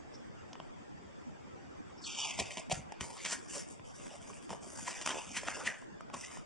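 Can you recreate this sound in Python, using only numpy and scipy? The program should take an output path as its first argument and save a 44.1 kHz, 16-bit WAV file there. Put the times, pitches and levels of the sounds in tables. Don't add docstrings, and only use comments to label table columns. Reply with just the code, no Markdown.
import sys
import numpy as np
from scipy import signal
from scipy.fft import rfft, irfft
from scipy.io import wavfile
from scipy.ndimage import uniform_filter1d

SR = 44100
rng = np.random.default_rng(int(sys.argv[2]) if len(sys.argv) > 2 else 0)


def master(y):
    cut = np.clip(np.atleast_2d(y).T, -1, 1)
    pcm = np.round(cut * 32767)
    wavfile.write(sys.argv[1], SR, pcm.astype(np.int16))


N = 284445
FRAME, HOP = 512, 128
HZ = np.fft.rfftfreq(FRAME, 1 / SR)
TIMES = np.arange(N // HOP + 5) * HOP / SR


def amp(db):
    return 10 ** (np.asarray(db) / 20)


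def unit_rms(x, axis=None):
    return x / np.sqrt(np.mean(abs(x) ** 2, axis=axis, keepdims=True) + 1e-20)


def curve(points, hz=HZ):
    point_hz, values = np.transpose(points)
    return np.interp(np.log(hz + 1e-6), np.log(point_hz), values)


def follow(points):
    return np.interp(TIMES, *np.transpose(points))[:, None]


def add(mix, start_s, sound):
    part = mix[round(start_s * SR):][:len(sound)]
    part += sound[:len(part)]


def shaped(x, gain):
    spectra = signal.stft(x, nperseg=FRAME, noverlap=FRAME - HOP)[2]
    return signal.istft(spectra * gain[:spectra.shape[1]].T, nperseg=FRAME, noverlap=FRAME - HOP)[1][:N]


def impulse_response(gain):
    log_gain = np.log(np.maximum(np.r_[gain, gain[-2:0:-1]], 1e-5))
    return np.fft.ifft(np.exp(np.conj(signal.hilbert(log_gain)))).real


def drift(frames):
    noise = rng.standard_normal(len(TIMES))
    return unit_rms(uniform_filter1d(uniform_filter1d(noise, frames), frames))[:, None]


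def ripple(frames, bins=3):
    field = uniform_filter1d(rng.standard_normal((len(TIMES), len(HZ))), bins, axis=1)
    return unit_rms(uniform_filter1d(uniform_filter1d(field, frames, axis=0), frames, axis=0))


def notch(depth_db, hz=4120, width_hz=290):
    return amp(-depth_db * np.exp(-((HZ - hz) / width_hz) ** 2))


# frequency in Hz, relative dB.
ROOM_MID_SPECTRUM = [(18, -83), (30, -13), (81, 2), (161, -1), (222, 2), (337, -1.5), (641, -6.5),
                     (762, -6), (928, -7.5), (1480, -9.5), (3040, -18.5), (8150, -24.5), (11000, -96),
                     (14200, -88), (22000, -120)]
ROOM_SIDE_SPECTRUM = [(18, 0), (30, -61), (81, -2.5), (263, -1), (513, -7.5), (657, -10), (883, -11.5),
                      (1080, -15.5), (1950, -21), (3980, -32), (4850, -31), (8560, -37.5), (11000, -106),
                      (14200, -110), (22000, -120)]


def room_noise(spectrum, level_db, dip_db, waver_db=0.5, patchy_db=4.5, dips_from_s=2.02):
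    colour = amp(curve(spectrum, np.fft.rfftfreq(N, 1 / SR)))
    noise = irfft(rfft(rng.standard_normal(N)) * colour, N)
    patches = unit_rms(uniform_filter1d(rng.standard_normal((len(TIMES), len(HZ))), size=14, axis=0))
    unsteady = amp(waver_db * drift(frames=20) + patchy_db * patches)
    air = unit_rms(shaped(noise, notch(depth_db=11) * unsteady))
    dip_weight = (TIMES[:, None] > dips_from_s) * curve([(2000, 0.59), (3500, 0.21)])
    dips = amp(-dip_db * dip_weight * np.maximum(ripple(frames=20), 0))
    return amp(level_db) * shaped(air, dips)


# frequency in Hz, t60 in seconds.
ROOM_T60 = [(150, 0.16), (1000, 0.53), (8000, 0.13)]


def reflections(x, near_s, near_share):
    t = np.arange(SR // 2) / SR
    hz, age_s, spectra = signal.stft(rng.standard_normal(len(t)) * (t > 0.005), SR, nperseg=256)
    decay = amp(-60 * age_s / curve(ROOM_T60, hz)[:, None])
    tail = signal.istft(spectra * decay, SR, nperseg=256)[1][:len(t)]
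    near = rng.standard_normal(len(t)) * np.exp(-t / near_s)
    response = np.sqrt(near_share) * near / np.linalg.norm(near)
    response += np.sqrt(1 - near_share) * tail / np.linalg.norm(tail)
    return signal.fftconvolve(x, response)[:N]


# start in seconds, level in dB, rough pitch in Hz, t60 in seconds.
FLAPS = [(2.405, -44.5, 161, 0.26), (2.726, -33, 126, 0.073), (2.772, -42.5, 142, 0.21),
         (3.011, -39.5, 181, 0.12), (4.505, -47, 170, 0.21), (6.143, -49.5, 172.3, 0.15)]


def flaps(attack_s=0.0015):
    out, t = np.zeros(N), np.arange(SR // 3) / SR
    for start_s, db, hz, t60 in FLAPS:
        band = signal.butter(2, [hz * 0.4, hz * 1.27], "bandpass", fs=SR, output="sos")
        swell = (1 - np.exp(-t / attack_s)) * amp(-60 * t / t60)
        puff = signal.sosfilt(band, rng.standard_normal(len(t))) * swell
        add(out, start_s, amp(db) * puff * np.linalg.norm(swell) / np.linalg.norm(puff))
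    return out


def slips(n, per_s, spread_db, hiss):
    sizes = amp(spread_db * np.minimum(rng.exponential(1, n), 4)) * rng.choice([-1, 1], n)
    clicks = unit_rms(sizes * (rng.random(n) < per_s / SR))
    return unit_rms(clicks + hiss * rng.standard_normal(n))


def catching(x, depth_db=1.8):
    grip = unit_rms(uniform_filter1d(rng.standard_normal(len(x)), 160))
    return unit_rms(x * amp(depth_db * grip))


def avalanche(crest_s, db, rise_s, fall_s, colour):
    t = np.arange(-SR // 5, SR // 4) / SR
    swell = np.exp(-np.where(t < 0, abs(t / max(rise_s, 1e-3)) ** 1.4, t / max(fall_s, 1e-3)))
    fibres = slips(len(t), per_s=4000, spread_db=1, hiss=0.91)
    crackle = signal.fftconvolve(fibres * swell, impulse_response(colour))
    sound = amp(db) * crackle * np.linalg.norm(swell) / np.linalg.norm(crackle)
    start_s = crest_s + t[0]
    return max(start_s, 0), sound[max(round(-start_s * SR), 0):]


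# crest in seconds, level in dB, rise and fall in seconds,
# centre and width in Hz.
SCUFFS = [(.15, -54, 0.012, 0.01, 5430, 850), (.5312, -47, 0.00087, 0.0022, 5500, 1100),
          (1.988, -57, 0.012, 0.015, 5260, 600), (2.041, -44, 0.0021, 0.02, 4470, 900),
          (2.4, -38.5, 0.003, 0.0069, 670, 264), (2.724, -33.5, 0.0033, 0.0031, 710, 238),
          (3.172, -54, 0.023, 0.017, 1050, 350), (3.567, -44, 0.013, 0.014, 550, 290),
          (4.114, -51.5, 0.0066, 0.012, 680, 303), (4.137, -48, 0.0038, 0.0088, 615, 250),
          (4.301, -50, 0.0027, 0.007, 1000, 500), (4.668, -48, 0.0023, 0.0051, 345, 220),
          (4.793, -47.5, 0.0073, 0.0084, 890, 403), (4.825, -45, 0.0014, 0.0031, 274, 203),
          (4.88, -41, 0.008, 0.0036, 1894, 700), (5.57, -44.5, .004, 0.0057, 915, 400),
          (5.615, -43.5, 0.011, 0.013, 1320, 800), (5.69, -41.5, 0.022, 0.016, 1940, 520),
          (5.77, -57, 0.059, 0.09, 1690, 515)]


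def scuffs():
    out = np.zeros(N)
    for crest_s, db, rise_s, fall_s, hz, width_hz in SCUFFS:
        resonance = 1 / (1 + (2 * (HZ - hz) / width_hz) ** 2)
        add(out, *avalanche(crest_s, db, rise_s, fall_s, resonance))
    return out


# time in seconds, level in dB.
SLIDE_LEVEL = [(2.02, -57.5), (2.065, -45.5), (2.16, -45), (2.19, -38), (2.31, -42), (2.365, -49.5),
               (2.41, -43.5), (2.48, -51), (2.59, -51.5), (2.68, -66)]
# time in seconds, main resonance in Hz.
POCKET_RESONANCE = [(1.97, 5300), (2.04, 4560), (2.07, 3070), (2.13, 2920), (2.22, 2990), (2.35, 2480),
                    (2.5, 2450), (2.66, 2380), (2.8, 2420)]
# multiple of the main resonance, gain in dB.
POCKET_RESPONSE = [(.08, -75), (.17, -23), (.29, 8.5), (.38, -1.5), (.45, 0.5), (.56, -58), (.67, -45),
                   (.79, 0.5), (1, 7), (1.25, -0.5), (1.6, -1.5), (2.1, -1), (2.8, -4), (4, 7)]


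def sliding(parting_s=2.18, fill_s=0.3, flutter_db=1.2, fade_s=0.0083):
    thinness = np.exp(-np.maximum(TIMES[:, None] - parting_s, 0) / fill_s)
    multiple = HZ / follow(POCKET_RESONANCE)
    body_db = (7.5 - 16 * thinness) * curve([(0.45, 0.94), (0.7, 0.066)], multiple)
    treble_db = curve([(7500, 9), (11000, -23.5)])
    colour = amp(curve(POCKET_RESPONSE, multiple) + body_db + treble_db + 2.5 * ripple(frames=9))
    colour *= notch(depth_db=26, hz=4130, width_hz=220)
    start_s, end_s = SLIDE_LEVEL[0][0], SLIDE_LEVEL[-1][0]
    gate = follow([(start_s - fade_s, 0), (start_s, 1), (end_s, 1), (end_s + fade_s, 0)])
    grip = amp(follow(SLIDE_LEVEL) + flutter_db * drift(frames=4)) * gate
    scrape = catching(slips(N, per_s=5000, spread_db=-1, hiss=0.93))
    return shaped(scrape, unit_rms(colour, axis=1) * grip)


def pocket_notch(at_s, depth_db=24):
    times, main_hz = np.transpose(POCKET_RESONANCE)
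    multiple = HZ / np.interp(at_s, times, main_hz)
    dip = np.exp(-((multiple - 0.6) / 0.14) ** 2)
    return amp(-depth_db * dip * (times[0] < at_s < times[-1]))


# frequency in Hz, gain in dB.
SHEET_RESPONSE = [(60, -26), (180, -0.5), (450, -5.5), (800, -5), (1400, -3), (2600, -3.5), (4100, -8),
                  (5300, -1), (7500, -2.5), (9500, -10), (11000, -26)]
# centre in Hz, width in Hz, gain in dB.
PANEL_MODES = [(638, 86, 12.5), (1001, 190, 10.5), (1430, 62, 6), (1857, 89, 7.5), (2395, 340, 4),
               (3080, 320, 5.5)]


def sheet(body_db=0, fizz_db=0, bend=1):
    modes_db = sum(db / (1 + (2 * (HZ / bend - hz) / width) ** 2) for hz, width, db in PANEL_MODES)
    lows_db = body_db * curve([(1050, 0.99), (1750, 0.061)])
    highs_db = fizz_db * curve([(3400, 0.01), (5200, 0.89)])
    return amp(curve(SHEET_RESPONSE) + modes_db + lows_db + highs_db)


# start and end in seconds, first and last centre in Hz, depth in dB.
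FOLDS = [(2.98, 3.25, 1510, 1410, 25), (4.97, 5.07, 2000, 2146, 10), (5.117, 5.23, 2100, 2000, 12),
         (5.22, 5.37, 1860, 1720, 28), (6.16, 6.297, 1350, 1450, 12)]


def fold_notches(width_hz=270):
    gain = 1
    for start_s, end_s, first_hz, last_hz, depth_db in FOLDS:
        progress = np.clip((TIMES[:, None] - start_s) / (end_s - start_s), 0, 1)
        arch = 2 * np.sqrt(progress * (1 - progress))
        gain = gain * notch(depth_db * arch, first_hz + (last_hz - first_hz) * progress, width_hz)
    return gain


def stroke(start_s, length_s, db, body_db, fizz_db):
    grip_s, release_s = 0.021, 0.035
    t = TIMES[:, None] - start_s
    hold = amp(-2 * (1 - np.clip(t / length_s, 0, 1)))
    grip = np.clip(t / grip_s, 0, 1) * hold * np.exp(-np.maximum(t - length_s, 0) / release_s)
    lightness = np.interp(db, [-67.5, -49], [1, 0])
    air_db = lightness * curve([(6000, 0), (9000, 4.15)])
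    return amp(db + air_db) * grip * sheet(body_db, fizz_db)


# start and length in seconds, level, body, fizz in dB.
STROKES = [(2.711, 0.043, -49, -13, 0), (2.807, 0.22, -65, -2, -27), (3.003, 0.044, -55.5, 7, 5),
           (3.07, 0.089, -59, 1, 0), (3.166, 0.13, -50.5, -27, -2.5), (3.242, 0.097, -48, -11, -0.5),
           (3.344, 0.12, -68.5, 2.5, 4), (3.478, 0.12, -53, -10.5, 6), (3.667, 0.055, -68, 2, 9.5),
           (3.831, 0.073, -65, -3, 0), (4.092, 0.065, -60, 1, -0.5), (3.937, 0.14, -63, 1, 4),
           (4.2, 0.11, -62, -2, 1), (4.328, 0.047, -64.5, 2, 2.5), (4.399, 0.043, -63, -4, 2),
           (4.483, 0.043, -58.5, 11, 3), (4.604, 0.17, -66, 9.5, 9), (4.763, 0.12, -56, -6, 7.5),
           (4.862, 0.23, -50.5, -8, -1.5), (5.058, 0.056, -44, -4, -5.5), (5.122, 0.072, -49.5, 1, -3.5),
           (5.194, 0.3, -54, -5.5, -1.5), (5.45, 0.18, -53.5, -0.5, 0.5), (5.659, 0.046, -47.5, -5, -7),
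           (5.73, 0.088, -65.5, -11, -3), (6.15, 0.1, -54.5, -16, 4), (6.266, 0.1, -59, -0.5, 0)]
# time in seconds, share removed.
NOTCH_FADE = [(2.95, 0), (3.05, 1), (3.2, 1), (3.33, 1), (3.37, 0.34)]


def rubbing(bend_share=0.13, flutter_db=0.5):
    power = sum(stroke(*row) ** 2 for row in STROKES)
    colour = np.sqrt(power / (np.mean(sheet() ** 2) / 3))
    colour *= sheet(bend=np.exp(bend_share * drift(frames=30))) / sheet()
    fine_db = curve([(2000, 4.5), (5000, 2.5)]) * ripple(frames=16)
    broad_db = 1.8 * ripple(frames=7, bins=16)
    treble_notch = notch(30 * (1 - follow(NOTCH_FADE)), hz=4100 + 90 * drift(frames=70), width_hz=250)
    colour *= amp(fine_db + broad_db - 0.6) * fold_notches() * treble_notch
    fibres = catching(slips(N, per_s=1600, spread_db=3, hiss=0.8))
    return shaped(fibres, colour * amp(flutter_db * drift(frames=4)))


# crest in seconds, level in dB,
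# length in seconds, body and fizz in dB.
BUCKLES = [(2.4, -29.5, 0.014, -5.5, -4), (2.518, -44.5, 0.015, -1, -6), (2.582, -38.5, 0.01, 0, -10),
           (2.597, -41.5, 0.01, 13.5, 7.5), (2.718, -32, 0.014, -6, -9), (2.725, -28.5, 0.0043, 0, 2.5),
           (3.015, -41.5, 0.012, -13, -3), (3.251, -34.5, 0.0046, -12, -6), (3.262, -33.5, 0.009, -10, -4),
           (3.329, -34.5, 0.043, -3, 4), (3.56, -41, 0.031, 4, 7), (4.511, -43, 0.008, 12, -9),
           (4.535, -40, 0.006, 9, -12), (4.879, -41, 0.024, -7, -6), (4.914, -43.5, 0.028, -1, 0),
           (5.023, -41.5, 0.012, -2, -1), (5.0625, -31.5, 0.0052, -8, 0), (5.11, -42, 0.047, 2, -13),
           (5.375, -34, 0.032, -9.5, -5), (5.484, -38, 0.025, 0.5, -17), (5.673, -35, 0.031, -5.5, -6),
           (6.146, -39, 0.017, 12.5, -4.5)]


def buckles(rise_share=0.59):
    out = np.zeros(N)
    flex = amp(1.8 * ripple(frames=12))
    for crest_s, db, length_s, body_db, fizz_db in BUCKLES:
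        colour = sheet(body_db, fizz_db) * flex[np.searchsorted(TIMES, crest_s)] * pocket_notch(crest_s)
        add(out, *avalanche(crest_s, db, length_s * rise_share, length_s * (1 - rise_share), colour))
    return out


def judder(start_s=5.1315, gap_s=0.013, count=6, rise_s=0.00046, fall_s=0.00092, hz=645, sag_oct=0.5):
    peaks_db = -28 - 10 * np.linspace(-1, 1, count) ** 2
    return [(start_s + k * gap_s, db, rise_s, fall_s, hz, sag_oct) for k, db in enumerate(peaks_db)]


def dents(per_s=42, spread_db=2, low_hz=600, high_hz=2230, rise_s=0.00036, fall_cycles=1.7, sag_oct=0.3):
    rows = []
    for start_s, length_s, stroke_db, body_db, _ in STROKES:
        times = start_s + np.cumsum(rng.exponential(1 / per_s, size=40))
        peaks_db = stroke_db + 0.42 * body_db + 4 + spread_db * rng.standard_normal(len(times))
        pitches = low_hz * (high_hz / low_hz) ** rng.random(len(times))
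        rows += [(at_s, db, rise_s, fall_cycles / hz, hz, sag_oct)
                 for at_s, db, hz in zip(times, peaks_db, pitches) if at_s < start_s + length_s]
    return rows


# crest in seconds, peak in dB, rise and fall in seconds,
# pitch at the crest in Hz, sag after it in octaves.
POPS = [(.5322, -40.5, .0005, 0.002, 1010, 0.039), (.555, -38.5, 0.00017, .0012, 900, 0.63),
        (.6012, -37, 0.00026, 0.0014, 900, 0.16), (2.3907, -29.5, 0.00032, 0.0022, 644, 0.026),
        (2.7159, -22, 0.00072, 0.0026, 715, 0.021), (2.922, -34, .0003, 0.0033, 860, 0),
        (4.5058, -33, 0.00027, 0.0012, 780, .8), (4.5308, -34, .0002, 0.0046, 685, 0.12),
        (4.8811, -29.5, 0.0022, 0.003, 1003, 0.024), (5.0745, -20, 0.00013, 0.00074, 1590, 1.2),
        (5.0928, -30, 0.00026, .0008, 1000, 0.45), (5.106, -39, 0.00014, 0.00097, 1150, 0.14),
        (5.4341, -35.5, 0.0008, .002, 573, 0), (5.4854, -23.5, 0.00097, 0.0016, 1210, 1.2),
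        (5.6772, -20, 0.0021, .0013, 1880, 0.092), (6.0079, -36.5, 0.00018, 0.0017, 1250, 0),
        (6.1413, -38, 0.0037, .0042, 1090, 0)]


def pops(sag_s=0.0017):
    out, t = np.zeros(N), np.arange(-SR // 50, SR // 25) / SR
    for crest_s, db, rise_s, fall_s, hz, sag_oct in POPS + judder() + dents():
        cycles = np.cumsum(hz * 2 ** (-sag_oct * np.tanh(t / sag_s))) / SR
        ring = np.sin(2 * np.pi * (cycles - cycles[t < 0][-1]))
        swell = np.exp(-abs(t) / np.where(t < 0, rise_s, fall_s))
        add(out, crest_s + t[0], amp(db) * swell * ring)
    return out


def crinkles(per_s=18, offset_db=-4.5, spread_db=3, extra_body_db=17, extra_fizz_db=10):
    rows = []
    for start_s, length_s, stroke_db, body_db, fizz_db in STROKES:
        times = start_s + np.cumsum(rng.exponential(1 / per_s, size=40))
        levels_db = stroke_db + offset_db + spread_db * rng.standard_normal(len(times))
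        rows += [(at_s, db, body_db + extra_body_db, fizz_db + extra_fizz_db)
                 for at_s, db in zip(times, levels_db) if at_s < start_s + length_s]
    return rows


# start in seconds, level, body and fizz in dB.
SNAPS = [(0.5316, -47, 2, -25), (0.5543, -50, 3, -14), (0.601, -44.5, 5.5, -21), (2.3898, -34.5, 0, -2),
         (2.419, -40, 19, -1), (2.5069, -43, -9, -3), (2.5717, -37.5, 0.5, -1), (2.698, -41, 11, 4),
         (2.9218, -46, 3, 1.5), (3.009, -36.5, -4, -1), (3.251, -39, -10, 5), (3.7964, -53.5, 12, -14),
         (4.066, -53.5, 2, 0), (4.1384, -54.5, 3, -6), (4.2994, -53, 14, -10), (4.334, -53, 0, 2),
         (4.4939, -47.5, 0, 0), (4.505, -43, 4, -3), (4.53, -43, 9, -1), (4.549, -47, 16, -6),
         (5.014, -42, -4, 1), (5.0622, -34.5, 2, 8), (5.0748, -32, -7, -1), (5.0919, -38.5, 0, 8),
         (5.106, -41, -3, -10), (5.119, -40, -5, -4), (5.4332, -48, 10, -2), (5.484, -40.5, 3, -4),
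         (5.824, -52.5, 13, -13), (6.008, -50, 7, -1), (6.1003, -51, 7, -11), (6.141, -42.5, 6.5, 6.5),
         (6.169, -47.5, 26, -1), (6.3719, -45.5, 14, 3)]


def snaps(longest_t60_s=0.017, halving_db=18):
    out, t = np.zeros(N), np.arange(SR // 10) / SR
    flex = amp(1.2 * ripple(frames=12))
    push = 0.32 * np.hanning(11)
    noises = rng.standard_normal((250, len(t)))
    for (start_s, db, body_db, fizz_db), noise in zip(SNAPS + crinkles(), noises):
        t60 = longest_t60_s * 2 ** (min(fizz_db, 0) / halving_db)
        rattle = noise * amp(-60 * t / t60)
        pulse = rattle / np.linalg.norm(rattle)
        pulse[:len(push)] += push
        colour = sheet(body_db, fizz_db) * flex[np.searchsorted(TIMES, start_s)]
        colour *= notch(depth_db=7) * pocket_notch(start_s)
        snap = signal.fftconvolve(pulse, impulse_response(colour))
        rms_over_5ms = np.sqrt(np.sum(snap ** 2) / (0.005 * SR))
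        add(out, start_s, amp(db) * snap / rms_over_5ms)
    return out


# frequency in Hz, gain in dB.
LEFT_GAIN = [(1000, 1), (4000, -0.5), (6500, 0), (9500, 6.5)]
# frequency in Hz, phase in radians.
LEFT_PHASE = [(4500, 0.086), (7000, 1), (10000, 1)]
# frequency in Hz, dB against the direct sound.
SIDE_SCATTER = [(100, -2.5), (400, -5.5), (900, -12), (2000, -20), (4000, -25.5), (5500, -10), (8000, -11),
                (10500, -1)]


def scene(echo_db=-16, sway=0.6):
    paper = rubbing() + sliding() + snaps() + pops() + buckles() + scuffs() + flaps()
    phase = curve(LEFT_PHASE) * (1 + sway * np.tanh(drift(frames=16)))
    lean = amp(curve(LEFT_GAIN) / 2) * np.exp(0.5j * phase)
    direct = np.array([shaped(paper, lean), shaped(paper, 1 / lean)])
    mid = amp(echo_db) * reflections(paper, near_s=0.034, near_share=0.027)
    mid += room_noise(ROOM_MID_SPECTRUM, level_db=-57.5, dip_db=21.5)
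    scatter = reflections(paper, near_s=0.0015, near_share=0.84)
    side = irfft(rfft(scatter) * amp(curve(SIDE_SCATTER, np.fft.rfftfreq(N, 1 / SR))), N)
    side += room_noise(ROOM_SIDE_SPECTRUM, level_db=-50.5, dip_db=-0.5)
    return direct + np.array([mid + side, mid - side])


def record(dry):
    lowpass = signal.firwin(511, 10950, window=("kaiser", 9), fs=SR)
    return signal.oaconvolve(dry, lowpass[None], "same")


dry = scene()
out = record(dry)
master(out)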